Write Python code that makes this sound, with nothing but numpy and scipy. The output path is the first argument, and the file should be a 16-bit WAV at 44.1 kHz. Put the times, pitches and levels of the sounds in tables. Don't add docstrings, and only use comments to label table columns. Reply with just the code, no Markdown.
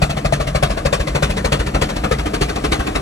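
import sys
import numpy as np
from scipy import signal
from scipy.fft import rfft, irfft
from scipy.io import wavfile
from scipy.ndimage import uniform_filter1d, minimum_filter1d

SR = 44100
rng = np.random.default_rng(int(sys.argv[2]) if len(sys.argv) > 2 else 0)


def master(y):
    cut = np.clip(np.atleast_2d(y).T, -1, 1)
    pcm = np.round(cut * 32767)
    wavfile.write(sys.argv[1], SR, pcm.astype(np.int16))


N = 132741
TIME = np.arange(N) / SR
HZ = np.fft.rfftfreq(N, 1 / SR)

# start in seconds, then relative bark, hiss, boom and thump levels in dB.
CHUFFS = [(0.019, -14, -19, -16, -9), (0.095, -22.5, -25, -23.4, -21), (0.168, -23, -27, -22, -18),
          (0.248, -18, -24, -16.5, -22), (0.325, -15.5, -20.5, -16.5, -17), (0.4, -19.5, -24, -23, -18),
          (0.47, -19.5, -26.5, -21, -20), (0.549, -16.5, -22, -18, -16), (0.627, -13.5, -19, -18.0, -17),
          (0.699, -21, -26, -44, -20), (0.771, -18.5, -27.5, -27, -17.5), (0.852, -15, -22, -18.5, -15),
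          (0.928, -14.5, -19.5, -26.5, -27), (0.997, -23.5, -25, -27, -14.5),
          (1.071, -22.5, -25.5, -21.5, -25), (1.149, -13.5, -21.5, -16, -19.5),
          (1.225, -13.1, -19, -20, -16), (1.295, -20, -24.5, -29, -17.5), (1.367, -17, -25.5, -38, -27),
          (1.445, -13.5, -21, -28, -16.5), (1.521, -14.5, -18.5, -17, -15), (1.592, -18.5, -26, -32, -13.5),
          (1.663, -20.5, -27.5, -22, -19), (1.743, -13.5, -24.5, -20.5, -15.5),
          (1.815, -15.5, -19.5, -19, -17.5), (1.888, -19.5, -27, -30, -35), (1.959, -21.5, -27, -38, -17),
          (2.037, -15.5, -25.5, -27.5, -20.5), (2.112, -16, -22.5, -25, -17.5), (2.183, -21, -27, -23, -18),
          (2.256, -19, -28, -43, -15.5), (2.336, -16.5, -23, -26, -27), (2.412, -17.5, -19, -18.5, -15),
          (2.485, -19.5, -27, -38, -22), (2.556, -18.5, -27.5, -26, -24), (2.64, -15.5, -23, -26, -25),
          (2.719, -15.5, -18, -28.5, -13), (2.791, -18, -27.5, -33, -12.5), (2.866, -17.5, -27, -68, -25),
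          (2.95, -14, -23, -59, -26)]
# the bark's lead, rise and hold in seconds, its fade in dB per
# second, then boom, thump and pop accents in dB.
BEATS = [(.001, 0.0045, 0.014, 398, 6.5, 2.5, -4), (.001, 0.0088, 0.018, 362, 5.5, 4, -15),
         (.002, 0.0072, .016, 392, 3.5, 2, -17), (.002, .007, .014, 409, 5, 5.5, -10)]


def amp(db):
    return 10 ** (np.asarray(db) / 20)


def unit(x):
    return x / np.sqrt(np.mean(x ** 2) + 1e-20)


def curve(points):
    hz, value = np.transpose(points)
    return np.interp(np.log(HZ + 1), np.log(hz + 1), value)


def noise(spectrum):
    return unit(irfft(rfft(rng.standard_normal((2, N))) * amp(curve(spectrum)), N))


def flutter(rate_hz):
    return unit(irfft(rfft(rng.standard_normal(N)) / (1 + (HZ / rate_hz) ** 2), N))


def rumble():
    # frequency in Hz, relative level in dB.
    track_colour = [(8, -60), (20, -44), (29, -28), (40, -0.5), (60, 0.5), (80, -8), (105, -10),
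                    (150, -7.5), (200, -11.5), (260, -15.5), (500, -56), (1500, -100)]
    grind_colour = [(100, -53), (165, -24), (200, 9), (245, -12.5), (305, 3.5), (370, -12), (600, -29),
                    (2000, -86)]
    # time in seconds, level in dB.
    grind_level = [(0, -35), (.8, -39), (1.3, -28.5), (1.9, -31.5), (2.3, -33), (3, -34.5)]
    grind = amp(np.interp(TIME, *np.transpose(grind_level))) * noise(grind_colour)[0]
    return amp(-25.5) * noise(track_colour)[0] + grind


def running_gear():
    # frequency in Hz, relative level in dB.
    colour = [(100, -59), (200, -11), (300, 5), (400, 0), (700, 1), (1000, -8), (2500, -14.5), (4400, -20),
              (6000, -22.5), (10000, -26), (12200, -26), (15500, -31)]
    rise_db_per_s = 1.5
    return amp(-31) * unit(noise(colour) * amp(rise_db_per_s * TIME + 0.5 * flutter(rate_hz=4.2)))


def road_echo(x):
    # time in seconds, lag in milliseconds.
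    lags = [(0, 1.49), (.9, 1.9), (1.8, 2.19), (2.4, 2.505), (3, 2.68)]
    cutoff_hz = 2450
    lag_s = np.interp(TIME, *np.transpose(lags)) / 1000
    dull = irfft(rfft(x) / (1 + (HZ / cutoff_hz) ** 2), N)
    return x + amp(-7.5) * np.array([np.interp(TIME - lag_s, TIME, channel) for channel in dull])


def microphone(x):
    # frequency in Hz, coherence from 0 to 1.
    likeness = [(150, 0.94), (260, 0.99), (350, 0.73), (600, 1), (800, 1), (1250, 0.18), (1750, 0.86),
                (2400, 0.34), (3500, 0.75), (6700, 1), (10000, 0.51), (12600, 1)]
    # frequency in Hz, left minus right in dB.
    balance = [(170, -3), (290, -4), (380, -2), (540, 10), (680, 7.5), (830, 0.5), (1200, 14.5), (1750, 3),
               (2600, 2), (3500, 0), (4500, 3.5), (5500, 0)]
    # frequency in Hz, lead of the left in radians.
    lead = [(170, 0.15), (260, 0.58), (430, 1.48), (750, 1.82), (950, 3.15), (1150, 5), (1750, 7.26),
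            (2300, 7.7), (2900, 10.36), (4000, 11.26), (4600, 10.9), (4900, 8.9), (5200, 5.1), (5800, 5.1),
            (6700, 5.2), (8500, 5.7), (10000, 4.07), (11500, 4.43), (12600, 3.15)]
    shared, scattered = rfft(x)
    like, tilt = np.clip(curve(likeness), 0, 1), amp(curve(balance))
    right = (like * shared + np.sqrt(1 - like ** 2) * scattered) * np.exp(-1j * curve(lead))
    return irfft(np.array([tilt * shared, right]) * np.sqrt(2 / (1 + tilt ** 2)), N)


def chimney_boom():
    boom_hz, boom_rise_s, boom_t60_s = 144.4, 0.0021, 0.2
    thump_hz, thump_rise_s, thump_lead_s = 52, 0.012, 0.0033
    out = np.zeros(N)
    for k, (start, _, _, boom_db, thump_db) in enumerate(CHUFFS):
        boom_accent, thump_accent = BEATS[k % len(BEATS)][4:6]
        part = out[round((start - thump_lead_s) * SR):][:SR // 3]
        age = TIME[:len(part)]
        t = np.maximum(age - thump_lead_s, 0)
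        boom = np.minimum(t / boom_rise_s, 1) * amp(boom_db + boom_accent - 60 * t / boom_t60_s)
        swell = age / thump_rise_s
        thump = amp(thump_db + thump_accent) * (swell * np.exp(1 - swell)) ** 3
        part += thump * np.sin(2 * np.pi * thump_hz * age) - boom * np.sin(2 * np.pi * boom_hz * t)
    return signal.sosfilt(signal.butter(2, 30, "high", fs=SR, output="sos"), out)


def pop_at(seconds):
    # time in seconds, pitch in Hz, relative level in dB.
    course = [(0, 635, -0.5), (.33, 628, 4), (.63, 636, 1.5), (0.931, 569, 1), (1.52, 579, -2.5),
              (1.82, 547, -9.5), (2.11, 510, -1.5), (2.42, 403, -4), (2.72, 333, -5.5), (3, 280, -15)]
    times, hz, db = np.transpose(course)
    return np.interp(seconds, times, hz), np.interp(seconds, times, db)


def pops():
    # multiple of its pitch, relative level in dB.
    modes = [(.8, -21), (0.999, -4), (1.24, -7.5)]
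    lead_s, rise_s, pitch_drift = 0.0011, 0.0029, 0.062
    out = np.zeros(N)
    for k, (start, *_) in enumerate(CHUFFS):
        detune, glide = rng.standard_normal(2)
        part = out[round((start - lead_s) * SR):][:SR // 20]
        swell = TIME[:len(part)] / rise_s
        pitch_hz, pop_db = pop_at(start)
        hz = pitch_hz * (1 + pitch_drift * (.5 * detune + glide * np.tanh(swell - 1)))
        cycles = np.cumsum(hz) / SR
        ring = sum(amp(db) * np.sin(2 * np.pi * ratio * cycles) for ratio, db in modes)
        part += amp(BEATS[k % len(BEATS)][6] + pop_db) * swell * np.exp(1 - swell) * ring
    return out


def puffs(level_column, shapes):
    tail_db, tail_db_per_s = -25, 70
    power = np.zeros(N)
    for k, chuff in enumerate(CHUFFS):
        lead, rise, hold, fade_db_per_s = shapes[k % len(shapes)][:4]
        first = max(round(chuff[0] * SR) - SR // 40, 0)
        t = TIME[first:first + SR // 2] - chuff[0] + lead
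        opening = .5 + .5 * np.tanh(2 * (t / rise - .5))
        late = np.maximum(t - hold, 0)
        decay = amp(-fade_db_per_s * late) ** 2 + amp(tail_db - tail_db_per_s * late) ** 2
        power[first:first + len(t)] += (amp(chuff[level_column]) * opening) ** 2 * decay
    return np.sqrt(power)


def hoot(x, pitch_ratio=1.034, width_hz=100):
    carrier = np.exp(2j * np.pi * np.cumsum(pitch_ratio * pop_at(TIME)[0]) / SR)
    pole = np.exp(-np.pi * width_hz / SR)
    ring = 2 * (carrier * signal.lfilter([1 - pole], [1, -pole], x / carrier)).real
    return x + amp(-7.5) * ring


def swirl(x, depth_db=2.5, patch_hz=240, patch_s=.035):
    hz, t, spectra = signal.stft(x, SR, nperseg=512, noverlap=384)
    patches = rng.standard_normal(spectra.shape[1:])
    for axis, steps in enumerate((patch_hz / hz[1], patch_s / t[1])):
        patches = uniform_filter1d(patches, max(round(steps), 1), axis)
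    gain = amp(depth_db * unit(patches) * np.minimum(hz / 1000, 1)[:, None])
    return signal.istft(spectra * unit(gain), SR, nperseg=512, noverlap=384)[1][:, :N]


def chimney_rings(x):
    # frequency in Hz, width in Hz, level against the jet in dB.
    rings = [(1260, 110, -7), (2600, 170, -4), (3430, 190, -6), (4450, 220, -6)]
    gain = 1 + sum(amp(db) / (1 + 2j * (HZ - hz) / width) for hz, width, db in rings)
    return irfft(rfft(x) * gain, N)


def exhaust():
    # frequency in Hz, relative dB far off, then nearer.
    bark_colour = [(60, -18, -52), (208, 4, 5), (242, -17, -7.5), (296, -0.5, 5.5), (364, -13, -17.5),
                   (396, -2, -0.5), (540, 0.5, -4), (660, -1, -1), (762, 4, -2.5), (845, -4, -6),
                   (1100, -3.5, -5.5), (1690, -8, -12), (2600, -21, -17.5), (5010, -60, -31),
                   (12030, -90, -90)]
    # frequency in Hz, relative level in dB.
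    hiss_colour = [(500, -5), (1400, -5), (2000, -0.5), (2700, -2.5), (3300, -4.5), (4400, -5.5),
                   (5200, -10), (6300, -9.5), (8000, -14), (10000, -15), (12200, -17), (15500, -20)]
    # lead, rise, hold in seconds, fade in dB per second.
    leaks = [(0.0034, 0.0071, .014, 455), (0.0026, .011, .018, 562), (.003, .008, 0.016, 504),
             (.003, 0.0097, 0.017, 622)]
    far, near = (noise(np.array(bark_colour)[:, [0, column]]) for column in (1, 2))
    approach = TIME / TIME[-1]
    rush = np.sqrt(1 - approach) * far + np.sqrt(approach) * near
    bark = hoot(amp(-2) * rush * puffs(1, BEATS))
    hiss = amp(0.86) * noise(hiss_colour) * puffs(2, leaks)
    sputter = unit(amp(-1.25 * flutter(rate_hz=364)))
    jet = chimney_rings(swirl(bark + hiss * sputter))
    return road_echo(jet + [pops(), np.zeros(N)])


def scene():
    return microphone(exhaust() + running_gear()) + chimney_boom() + rumble()


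def record(dry):
    ceiling, edge_hz = .95, 15850
    allowed = np.minimum(ceiling / (abs(dry).max(0) + 1e-9), 1)
    gain = uniform_filter1d(minimum_filter1d(allowed, size=180), size=180)
    lowpass = signal.firwin(511, edge_hz, window=("kaiser", 9), fs=SR)
    return signal.oaconvolve(dry * gain, lowpass[None], "same")


dry = scene()
out = record(dry)
master(out)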